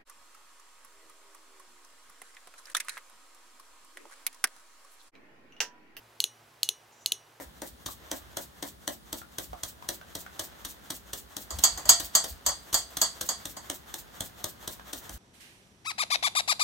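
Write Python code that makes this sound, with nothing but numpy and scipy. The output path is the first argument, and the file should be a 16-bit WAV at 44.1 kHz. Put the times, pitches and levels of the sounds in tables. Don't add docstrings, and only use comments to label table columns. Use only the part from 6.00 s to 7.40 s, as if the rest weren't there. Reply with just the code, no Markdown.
import sys
import numpy as np
from scipy import signal
from scipy.io import wavfile

SR = 44100
rng = np.random.default_rng(int(sys.argv[2]) if len(sys.argv) > 2 else 0)


def undo_db(level):
    steps = np.asarray(level, float) / 20
    return 10 ** steps


def bounce(signal):
    frames = np.transpose(np.atleast_2d(signal))
    limited = np.clip(frames, -1, 1)
    pcm = np.round(limited * 32767).astype(np.int16)
    wavfile.write(sys.argv[1], SR, pcm)


N = 61739

# t/s, peak level/dB
OPENS = [
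    (0.2027, -4),
    (0.6311, -3.5),
    (1.06, -4.5),
]
# t/s, peak level/dB
CLOSES = [
    (.2404, -9.5),
    (.6895, -9.5),
    (1.1206, -9.5),
]
SNAP_LOW_CUT_HZ = 2470


def rms_one(x):
    return x / np.sqrt(np.mean(x ** 2) + 1e-20)


def at_hz(points, hz):
    f, value = np.transpose(points)
    return np.interp(np.log(hz), np.log(f), value)


def cut(x, hz, kind, order):
    return signal.sosfilt(signal.butter(order, hz, kind, fs=SR, output="sos"), x)


def resonate(x, hz, width_hz):
    r = np.exp(-np.pi * width_hz / SR)
    poles = [1, -2 * r * np.cos(2 * np.pi * hz / SR), r * r]
    return signal.lfilter([(1 - r * r) / 2, 0, (r * r - 1) / 2], poles, x + 1e-18)


def ring(clicks, hz, t60):
    r, w = undo_db(-60 / (t60 * SR)), 2 * np.pi * hz / SR
    return signal.lfilter([0, np.sin(w)], [1, -2 * r * np.cos(w), r * r], clicks + 1e-18)


def late(x, s):
    return np.concatenate([np.zeros(int(s * SR)), x])[:N]


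def bands(low_hz, high_hz):
    edges = 20 * 2 ** np.arange(0, 9.9, 1 / 3)
    return [(np.sqrt(a * b), signal.butter(2, [a, b], "band", fs=SR, output="sos"))
            for a, b in zip(edges, edges[1:]) if low_hz < a < high_hz]


def spread(pair, alike):
    alike = np.clip(alike, 0, 1)
    middle, side = np.sqrt(1 + alike) * pair[0], np.sqrt(1 - alike) * pair[1]
    return middle + side * [[1], [-1]]


def blows(events):
    s, db = np.transpose(events)
    strike_spread_db = 0.27
    clicks = np.zeros(N)
    clicks[(s * SR).astype(int)] = undo_db(db + strike_spread_db * rng.standard_normal(len(s)))
    return clicks


def snap(events, peaks, bounces):
    out = np.zeros(N)
    for k, (hz, width_hz, db) in enumerate(peaks):
        force = blows(events)
        force = force + sum(undo_db(b_db) * late(force, s) for s, b_db in bounces)
        width_hz = 1.39 * width_hz
        swell = resonate(resonate(force, hz, width_hz), hz, width_hz)
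        out += (-1) ** k * undo_db(db) * swell
    return undo_db(21) * out


def opening_snap():
    # f/Hz, width/Hz, level/dB
    open_peaks = [(2890, 580, -7), (3350, 750, -10.5), (4224, 414, 1), (5310, 500, -19.5), (6346, 217, -5),
                  (7400, 320, -14.5), (7900, 256, -7), (8590, 300, -10.5), (9940, 400, -12.5),
                  (10600, 350, -11), (11700, 240, -10.5), (13170, 690, -12), (15000, 310, -17),
                  (15600, 460, -28)]
    # delay/s, level/dB
    open_bounces = [
        (.0009, -21),
        (.0016, -22.5),
    ]
    return snap(OPENS, open_peaks, open_bounces)


def seating_snap(events):
    # f/Hz, width/Hz, level/dB
    seat_peaks = [(2726, 615, -4), (3260, 607, 1.5), (4127, 437, 2), (5800, 330, -9), (5930, 240, 0),
                  (6770, 73, -0.5), (7780, 580, -7.5), (9726, 490, -1.5), (11110, 280, -13),
                  (12090, 290, -7.5), (13600, 410, -7), (15500, 270, -20)]
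    # delay/s, level/dB
    seat_bounces = [
        (.0009, -39),
        (.003, -48),
    ]
    return snap(events, seat_peaks, seat_bounces)


def guide_graze():
    # t/s, peak level/dB
    grazes = [
        (1.1193, -21),
    ]
    return cut(seating_snap(grazes), 3500, "high", order=2)


def body(events, modes, level_db):
    longest_t60_s = 0.5
    return sum(ring(blows(events) * undo_db(db + level_db), hz, min(t60, longest_t60_s))
               for hz, db, t60 in modes)


def crowd(rows, count=6):
    places = (np.arange(count) + rng.uniform(.2, .8, (len(rows), count))) / count * 2 - 1
    return [(hz + spread_hz * u, db, t60 * rng.uniform(0.57, 1.36))
            for (hz, db, t60, spread_hz), row in zip(rows, places) for u in row]


def steel():
    # centre f/Hz, level/dB, t60/s, spread/Hz
    open_ring = [(3505, -27.5, 0.13, 163), (4070, -25.5, 0.12, 200), (6120, -23.5, 0.13, 160),
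                 (6670, -23, 0.11, 200), (8500, -40, 0.091, 308)]
    close_ring = [(3490, -18.5, 0.13, 200), (3990, -21, 0.1, 130), (6200, -15.5, 0.14, 130),
                  (6470, -10.5, 0.14, 150), (8400, -25, 0.16, 80), (9500, -17.5, 0.17, 270)]
    # f/Hz, level/dB, t60/s
    lifted_tone = [(2928, -40, .5)]
    seated_tones = [(2946, -38.5, .31), (5797, -39.5, .34)]
    lifted = np.cumsum(np.sign(blows(OPENS)) - np.sign(blows(CLOSES)))
    rings = body(OPENS, crowd(open_ring), -18) + body(CLOSES, crowd(close_ring), -26)
    rings = rings + lifted * body(OPENS, lifted_tone, 0) + body(CLOSES, seated_tones, 0)
    return late(cut(rings, SNAP_LOW_CUT_HZ, "high", order=2), 0.001)


def bench():
    # f/Hz, level/dB, t60/s
    knock = [(662, -36, 0.021), (1296, -41, 0.023)]
    # f/Hz, level/dB, t60/s
    wood = [(379.4, -53.5, 0.12), (429.4, -55.5, 0.18)]
    open_db, wood_lag_s = -13, 0.00604
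    both = [*CLOSES, *[(s, db + open_db) for s, db in OPENS]]
    thud = body(both, knock, 0) + late(body(both, wood, 9.4), wood_lag_s)
    return cut(thud, 260, "high", order=2)


def side_echoes(snaps):
    # delay/s, level/dB, centre f/Hz, width/Hz
    surfaces = [(0.00044, -5.5, 3700, 670), (0.000884, -8, 5500, 1600), (.0006, -14, 4300, 13000)]
    return sum(undo_db(db) * late(resonate(snaps, hz, width_hz), s) for s, db, hz, width_hz in surfaces)


def garage(x, colour):
    # f/Hz, t60/s
    room_t60 = [(1500, 0.087), (3500, .19), (6500, 0.13), (10000, 0.13), (15000, 0.081)]
    # f/Hz, likeness 0-1
    room_likeness = [(1500, 1), (4000, 0.57), (6500, 0.43), (8500, 0.9), (12000, .995)]
    early_db, early_db_per_octave, early_t60_s = 10.5, -0.5, 0.019
    early_rise_s, room_rise_s = 0.00043, 0.0042
    t = np.arange(SR // 2) / SR
    white = rng.standard_normal((2, 2, len(t)))
    answer = 0
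    for k, (hz, sos) in enumerate(bands(low_hz=900, high_hz=16000)):
        early = undo_db(early_db + early_db_per_octave * np.log2(hz / 8000) - 60 * t / early_t60_s)
        early = early * np.clip(t / early_rise_s, 0, 1)
        walls = undo_db(-60 * t / at_hz(room_t60, hz)) * np.clip(t / room_rise_s - 1, 0, 1)
        noise = spread(signal.sosfilt(sos, white[k % 2]), at_hz(room_likeness, hz))
        answer = answer + undo_db(at_hz(colour, hz)) * (early + walls) * noise
    return undo_db(-27.5) * signal.fftconvolve(x[None], answer, axes=1)[:, :N]


def garage_tails(opening, closing):
    # f/Hz, level/dB
    open_tail = [(1500, -21), (2800, -12), (4200, -16.5), (5300, 9.5), (6500, -16.5), (8500, -1.5),
                 (11000, -6.5), (15000, -13)]
    close_tail = [(1500, -21), (2800, -8.5), (3800, -1.5), (5000, -21.5), (6300, 16.5), (8000, -36),
                  (9700, 6), (14000, -14.5)]
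    snap_gain = undo_db(-19.5)
    opened = garage(blows(OPENS) + snap_gain * opening, open_tail)
    return opened + garage(blows(CLOSES) + snap_gain * closing, close_tail)


def bird():
    # t/s, level/dB
    chirp = [
        (.91, -99),
        (.925, -64.5),
        (.945, -66),
        (.985, -68),
        (1.03, -59),
        (1.07, -74),
        (1.15, -99),
    ]
    # f/Hz, width/Hz, level/dB
    chirp_lines = [(6050, 500, 0), (6550, 700, -2), (7100, 500, -1)]
    scoop_s, scoop_hz, scoop_db = (.914, .938), (5850, 7200), -69
    t, pair = np.arange(N) / SR, rng.standard_normal((2, N))
    lines = sum(undo_db(db) * resonate(resonate(pair, hz, width_hz), hz, width_hz)
                for hz, width_hz, db in chirp_lines)
    smeared = undo_db(np.interp(t, *np.transpose(chirp))) * rms_one(spread(lines, 0.75))
    scoop = np.sin(2 * np.pi * np.cumsum(np.interp(t, scoop_s, scoop_hz)) / SR)
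    gate = np.sin(np.pi * np.interp(t, scoop_s, [0, 1]))
    return smeared + undo_db(scoop_db) * gate * scoop


def hum():
    # f/Hz, width/Hz, rms level/dB
    hum_tones = [(60.7, 7.5, -83), (111.8, 10.8, -72), (147, 9, -80), (236, 3.34, -78)]
    white = rng.standard_normal((len(hum_tones), N + SR // 2))
    return sum(undo_db(db) * rms_one(resonate(resonate(w, hz, width_hz), hz, width_hz)[-N:])
               for w, (hz, width_hz, db) in zip(white, hum_tones))


def steady_noise(spectrum, low_hz, high_hz):
    # f/Hz, likeness 0-1
    likeness = [(60, 0.81), (130, 0.9), (290, 0.91), (640, 0.64), (1410, 0.38), (3100, 0.73), (6500, 0.63),
                (9000, 0.98)]
    # f/Hz, level/dB
    lean = [(60, -3), (240, 0.5), (950, -2.5), (3770, -1.0), (15000, -1)]
    white = rng.standard_normal((2, 2, N + SR // 2))
    out = 0
    for k, (hz, sos) in enumerate(bands(low_hz, high_hz)):
        lean_db = at_hz(lean, hz) * (hz < 8000) * np.array([[.5], [-.5]])
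        noise = spread(signal.sosfilt(sos, white[k % 2])[:, -N:], at_hz(likeness, hz))
        out = out + undo_db(at_hz(spectrum, hz) + lean_db) * noise
    return rms_one(out)


def room_air():
    # f/Hz, level/dB per Hz
    air_spectrum = [(110, -64), (180, -34), (226, -14.5), (391, 0), (438, -3.5), (519, -3), (915, -1),
                    (14700, -21.5), (16500, -39)]
    # f/Hz, level/dB per Hz
    rumble_spectrum = [(13, -48), (22, -21), (65, -23), (119, 6), (189, -0.5), (220, -9), (290, -39),
                       (480, -120)]
    hiss = undo_db(-59.5) * steady_noise(air_spectrum, 165, 16000)
    return hiss + undo_db(-81) * steady_noise(rumble_spectrum, 28, 165)


def scene():
    opening, closing = opening_snap(), seating_snap(CLOSES)
    snaps = cut(opening + closing, SNAP_LOW_CUT_HZ, "high", order=2)
    ringing = steel() * undo_db(np.array([[-.7], [.7]]))
    injector = snaps + guide_graze() + bench() + ringing
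    near = injector + side_echoes(snaps) * [[1], [-1]]
    around = garage_tails(opening, closing) + bird() + hum() + room_air()
    return cut(near, 17600, "low", order=12) + cut(around, 15850, "low", order=30)


def band_limit(x):
    return signal.sosfilt(signal.butter(12, 17160, fs=SR, output="sos"), x)


def record(dry):
    return band_limit(dry)


dry = scene()
out = record(dry)
bounce(out)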